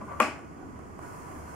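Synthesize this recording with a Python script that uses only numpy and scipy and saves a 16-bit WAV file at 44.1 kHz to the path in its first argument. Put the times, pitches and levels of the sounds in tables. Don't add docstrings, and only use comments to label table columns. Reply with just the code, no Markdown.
import sys
import numpy as np
from scipy import signal
from scipy.fft import rfft, irfft
from scipy.io import wavfile

SR = 44100
rng = np.random.default_rng(int(sys.argv[2]) if len(sys.argv) > 2 else 0)


def voltage_ratio(decibels):
    exponent = np.asarray(decibels, float) / 20
    return 10 ** exponent


def wav_out(sig):
    wavfile.write(sys.argv[1], SR, np.round(np.clip(np.atleast_2d(sig).T, -1, 1) * 32767).astype(np.int16))


N = 68355

# frequency_hz, likeness (-1 to 1)
LIKENESS = [(25, .65), (60, 0.66), (130, 0.41), (290, 0.44), (640, -0.19), (1410, -0.44), (2200, 0.14),
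            (3100, 0.67), (4300, 0.045), (6820, -0.036), (10000, -0.23), (15000, 0.33)]
CONTACT_S = [.2006, .2012, .2033, .2069, .2087, .2135, .2210]
# left_right_db, hardness_db_per_octave
CONTACTS = [(-1, 3), (6.5, 9.5), (4, 5), (1, 0), (15, 2.5), (2, 18), (2, -1)]
AIR_PAN_DB = -2.5
PLATE_HIGH_HZ = 2980


def rms_one(x):
    return x / np.sqrt(np.mean(x ** 2) + 1e-20)


def in_time(rows, after_db=None):
    s, db = np.transpose(rows)
    return np.interp(np.arange(N) / SR, s, db, right=after_db)


def at_hz(points, hz):
    table_hz, value = np.array(points).T
    return np.interp(np.log(hz), np.log(table_hz), value)


def pan(db):
    return voltage_ratio(np.array([[db / 2], [-db / 2]]))


def drift(rate):
    r = np.exp(-80 * np.pi * rate / SR)
    slow = signal.lfilter([1], [1, -2 * r, r * r], rng.standard_normal(N // 40 + 2002))
    slow = slow[2000:]
    return np.interp(np.arange(N) / 40, np.arange(len(slow)), rms_one(slow))


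def ring(clicks, hz, t60):
    r = voltage_ratio(-60 / (t60 * SR))
    w = 2 * np.pi * hz / SR
    return signal.lfilter([0, np.sin(w)], [1, -2 * r * np.cos(w), r * r], clicks + 1e-18)


def peak(x, hz, width_hz):
    r = np.exp(-np.pi * width_hz / SR)
    zeros = np.array([1, 0, -1]) * (1 - r * r) / 2
    poles = [1, -2 * r * np.cos(2 * np.pi * hz / SR), r * r]
    return signal.lfilter(zeros, poles, x)


def noise(spectrum, likeness, patchy_db, shape=lambda hz: 1):
    hz = np.maximum(np.fft.rfftfreq(N, 1 / SR), 1)
    low, high = spectrum[0][0], spectrum[-1][0]
    white = rfft(rng.standard_normal((2, N)))
    coloured = white * voltage_ratio(at_hz(spectrum, hz)) * (hz >= low) * (hz <= high)
    coloured = coloured / np.sqrt(np.mean(irfft(coloured, N) ** 2) * 2)
    out, together = 0, drift(1.5)
    for c in 2 ** np.arange(np.log2(low), np.log2(high) + 1 / 3, 1 / 3):
        band = np.clip(1 - np.abs(3 * np.log2(hz / c)), 0, 1)
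        mid, side = irfft(coloured * band, N)
        alike = np.clip(at_hz(likeness, c), -1, 1)
        gain = voltage_ratio(patchy_db * (.5 * together + drift(12.7))) * shape(c)
        out = out + gain * (np.sqrt(1 + alike) * mid + np.sqrt(1 - alike) * side * [[1], [-1]])
    return out * np.sqrt(2)


def strikes(rows, modes, spread_db):
    s, db, pan_db, tilt_db = np.transpose(rows)
    out, chance = 0, rng.standard_normal((len(s), len(modes), 2))
    for k, (hz, share_db, t60) in enumerate(modes):
        blow_db = db + share_db + tilt_db * np.log2(hz / 1500)
        ear_db = spread_db * chance[:, k].T + np.outer([.5, -.5], pan_db)
        clicks = np.zeros((2, N))
        clicks[:, (s * SR).astype(int)] = voltage_ratio(blow_db + ear_db)
        if hz < PLATE_HIGH_HZ:
            soft = signal.butter(4, PLATE_HIGH_HZ, fs=SR, output="sos")
            clicks = signal.sosfilt(soft, clicks + 1e-18)
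        out = out + ring(clicks, hz, t60)
    return out


def dying(start_s, t60):
    t = np.arange(N) / SR - start_s
    return (t > 0) * voltage_ratio(-60 * np.maximum(t, 0) / t60)


def lagged(x):
    lag_s = .00007
    return np.array([x[0], np.roll(x[1], round(lag_s * SR))])


def room_tone():
    # frequency_hz, density_db
    hum = [(15, -83), (25, -3.5), (43, -14.5), (75, 0), (177, -2.5), (199, -2.5), (285, -1), (472, -7),
           (600, -19.5), (780, -21), (1320, -120)]
    air = [(350, -28), (600, -3), (805, -4.5), (921, -5), (1130, -2), (1710, -16), (1880, -14), (4000, -36),
           (5200, -74), (8800, -120)]
    hiss = [(2350, -53), (4000, -6), (4670, 0), (6160, 0), (6790, 3), (8950, -4), (10300, -1),
            (11300, -11.5), (15800, -12)]
    # start_s, level_db
    boom_swell = [(0.0, -49), (0.184, -38.5), (0.214, -58), (0.4, -51), (0.47, -53), (0.496, -51),
                  (0.586, -83), (0.676, -56), (0.702, -68), (0.732, -47), (1.096, -52.5), (1.346, -46),
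                  (1.368, -38.5), (1.55, -42)]
    boom_hz, boom_width_hz, boom_db = 79.2, 12.92, -9.5
    pitch_hz = boom_hz + boom_width_hz / 2 * drift(4.5)
    boom = np.sqrt(2) * np.sin(2 * np.pi * np.cumsum(pitch_hz) / SR)
    boom = voltage_ratio(boom_db + in_time(boom_swell)) * boom
    hum_sound = voltage_ratio(-48.5) * pan(-1) * noise(hum, LIKENESS, 0.35)
    air_sound = voltage_ratio(-54) * pan(AIR_PAN_DB) * noise(air, LIKENESS, 0.91)
    hiss_sound = voltage_ratio(-72.5) * noise(hiss, LIKENESS, 0.29)
    return hum_sound + air_sound + hiss_sound + boom


def motor():
    # start_s, level_db
    load = [(0, -59), (.7, -64.5), (.8, -64), (.95, -80), (1.05, -53.5), (1.17, -61), (1.25, -61.5),
            (1.42, -74), (1.48, -56), (1.55, -64)]
    # pitch_hz, level_db
    whine = [(490, -30), (978, -2.5), (1468, -5)]
    wobble_hz = 5.3
    turn = 2 * np.pi * np.cumsum(1 + wobble_hz / 978 * drift(7.1)) / SR
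    lines = sum(voltage_ratio(db + 2.2 * drift(9.6)) * np.sqrt(2) * np.sin(hz * turn) for hz, db in whine)
    return pan(AIR_PAN_DB) * voltage_ratio(in_time(load)) * lines


def thuds():
    # start_s, length_s, level_db, pitch_hz
    movements = [(0.021, 0.031, -44, 214), (0.281, 0.0073, -37, 271), (.345, 0.0092, -46.5, 260),
                 (0.443, 0.0087, -46, 338), (0.518, 0.035, -51.5, 317), (0.624, 0.037, -44.5, 280),
                 (0.671, 0.0084, -46.5, 325), (0.384, 0.0088, -58, 630), (0.624, 0.025, -52, 750),
                 (0.616, 0.029, -62, 1510), (0.752, 0.028, -49, 213), (1.036, 0.025, -46.5, 306),
                 (1.084, 0.019, -50.5, 248), (1.311, 0.024, -48.5, 301), (1.368, 0.013, -45.5, 285)]
    width_hz = 79
    t, white = np.arange(N) / SR, rng.standard_normal((2, N))
    white = white[0] + 0.24 * white[1] * [[1], [-1]]
    out = 0
    for s, length, db, hz in movements:
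        swell = np.exp(-((t - s) / length) ** 2)
        dull = swell * peak(peak(white, hz, width_hz), hz, width_hz)
        out = out + voltage_ratio(db) * dull * np.sqrt(np.sum(swell ** 2) * 2 / np.sum(dull ** 2))
    return out


def clock():
    # start_s, level_db
    beats = [(.391, -39), (.512, -49), (.591, -45), (.791, -37), (.991, -32.5), (1.19, -46), (1.388, -47),
             (1.491, -49)]
    # pitch_hz, level_db, t60_s
    case_modes = [(684, -8.5, 0.016), (825, -10.5, 0.01), (950, -8, 0.017), (1100, -10, 0.018),
                  (6650, -36, 0.0069), (8300, -18, 0.0075), (9700, -24, 0.0069), (10900, -33, 0.0071)]
    pan_db, rebound_s, rebound_db, rebound_tilt_db = -6, 0.00272, -4.5, -3
    blows = []
    for s, db in beats:
        blows.append((s, db, pan_db, 0))
        blows.append((s + rebound_s, db + rebound_db, pan_db, rebound_tilt_db))
    return strikes(blows, case_modes, 0.56)


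def sleeve():
    # start_s, level_db
    motion = [(0, -70), (.2, -66.5), (.45, -76.5), (.7, -72), (.98, -71), (1.03, -61.5), (1.26, -62),
              (1.33, -61), (1.45, -63), (1.55, -59.5)]
    # frequency_hz, density_db
    rustle = [(1940, 11), (3300, -8), (3860, -4), (4610, -2.5), (6880, 1), (9930, 0.5), (13200, -8.5),
              (15800, -14)]
    body = [(290, -30), (500, -4), (742, 0), (876, -4), (1000, 2), (1440, -5), (3300, -30), (4290, -92),
            (7260, -120)]
    motion_db = in_time(motion)
    brightens = 0.29
    brighter = lambda hz: voltage_ratio(brightens * np.log2(hz / 7000) * (motion_db + 66.5))
    bright = pan(2) * noise(rustle, LIKENESS, 1.0, brighter)
    dull = voltage_ratio(12) * pan(AIR_PAN_DB) * noise(body, LIKENESS, 0.67)
    return voltage_ratio(motion_db) * (bright + dull)


def finger():
    # start_s, level_db
    pressure = [(0, -56.5), (.014, -40), (.024, -54), (.033, -48), (.06, -58), (.078, -48.5), (.108, -43),
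                (.133, -41), (.15, -49), (.185, -51.5), (.197, -38.5)]
    # pitch_hz, width_hz, level_db
    rub_peaks = [(1031, 97, 8.5), (1163, 61, 7), (589, 140, 4.5), (1377, 240, 1), (1960, 330, -7),
                 (228, 240, -0.5)]
    rub_db, grains_per_s, pan_db = -3, 7400, 2
    grains = (rng.random((2, N)) < grains_per_s / SR) * rng.standard_normal((2, N))
    grains = rms_one(grains[0] + 0.53 * grains[1] * [[1], [-1]])
    grains = grains * voltage_ratio(rub_db + in_time(pressure, after_db=-120))
    out = 0
    for hz, w, db in rub_peaks:
        level = voltage_ratio(db) * np.sqrt(SR / 4 / w)
        out = out + level * peak(peak(grains, hz, w), hz, w)
    return pan(pan_db) * out


def room_answer():
    # frequency_hz, density_db
    tail_low = [(130, -27), (215, 6.5), (411, -2.5), (520, -7.5), (700, -0.5), (1000, -3.5), (1300, -4.5),
                (1900, -6.5), (2470, -5.5), (2800, -8.5), (3150, -13), (3600, -30.5), (4680, -57),
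                (7920, -120)]
    tail_high = [(2120, -34), (3600, 0), (5160, -5), (6280, -6), (7730, -2.5), (12000, -11), (15500, -29)]
    # frequency_hz, t60_s
    room_t60 = [(200, 0.25), (700, 0.38), (1200, .4), (2000, 0.4), (3000, 0.36), (6000, 0.4), (12000, 0.26)]
    # frequency_hz, likeness (-1 to 1)
    tail_likeness = [(60, 0.67), (180, 1), (550, 0.9), (1650, 0.55), (4970, 0.19), (15000, -0.26)]
    # pitch_hz, width_hz, extra_gain
    cavity = [(266, 21, 0.4), (620, 110, 0.47), (900, 25, 0.39), (1146, 42, 1.95), (1450, 69, 0.68),
              (2240, 50, 0.65), (2480, 63, 1.2), (5220, 350, 0.89)]
    s, rise_s = CONTACT_S[2], .009

    def shape(hz):
        build_up = 1 - dying(s, np.log(1000) * rise_s * np.clip(1500 / hz, 1, 3))
        return dying(s, at_hz(room_t60, hz)) * build_up

    tail = voltage_ratio(-25) * noise(tail_low, tail_likeness, 0.18, shape)
    tail = tail + voltage_ratio(-39.5) * noise(tail_high, tail_likeness, 0.55, shape)
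    tail = tail + sum(gain * peak(tail, hz, width_hz) for hz, width_hz, gain in cavity)
    return pan(1.5) * tail


def plate():
    plate_hz = [242, 375, 504, 615, 807, 887, 1042, 1100, 1177, 1333, 1518, 1908, 2420, 2610]
    # share_db, t60_s
    plate_modes = [(-14.5, 0.067), (-28.5, 0.43), (-28, 0.14), (-18.5, 0.1), (-51, 0.088), (-21.5, 0.065),
                   (-36, 0.14), (-10, 0.022), (-12, 0.079), (-17, 0.02), (-29, 0.058), (-26, 0.02),
                   (-31, 0.029), (-36, 0.076)]
    contact_db = [-24, -6, -2, -8, -12, -13, -15]
    left_right, tilt_db = np.transpose(CONTACTS)
    modes = [(hz, db, t60) for hz, (db, t60) in zip(plate_hz, plate_modes)]
    blows = np.transpose([CONTACT_S, contact_db, left_right, tilt_db])
    return lagged(strikes(blows, modes, 0.61))


def crack():
    # frequency_hz, density_db
    crack_spectrum = [(1760, 13.5), (3000, 6.5), (3870, -28), (4700, -10), (6200, -11), (8070, -3.5),
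                      (8950, -10.5), (12200, -10.5), (15500, -50)]
    # frequency_hz, likeness (-1 to 1)
    crack_likeness = [(2000, .9), (6000, 0.88), (15000, 0.46)]
    crack_db = [-39.5, -24, -26]
    t60_s, lead_s = 0.017, .0003
    left_right = np.transpose(CONTACTS)[0]
    bursts = 0
    for s, db, pan_db in zip(CONTACT_S, crack_db, left_right):
        bursts = bursts + voltage_ratio(db) * pan(pan_db) * dying(s - lead_s, t60_s)
    return lagged(bursts * noise(crack_spectrum, crack_likeness, 0))


def switch():
    low_hz = 178
    high_pass = signal.cheby2(8, 32, low_hz, "high", fs=SR, output="sos")
    return signal.sosfilt(high_pass, plate() + room_answer()) + crack()


def scene():
    background = room_tone() + motor() + thuds() + clock()
    return background + sleeve() + finger() + switch()


def band_limit(x):
    return signal.sosfilt(signal.butter(12, 15970, fs=SR, output="sos"), x)


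def record(dry):
    notch = 0.7 * peak(dry, 3780, 600)
    bump = 0.39 * peak(dry, 6850, 310)
    low_pass = signal.ellip(12, .5, 70, 15800, fs=SR, output="sos")
    mix = signal.sosfilt(low_pass, dry - notch + bump)
    return band_limit(mix)


dry = scene()
out = record(dry)
wav_out(out)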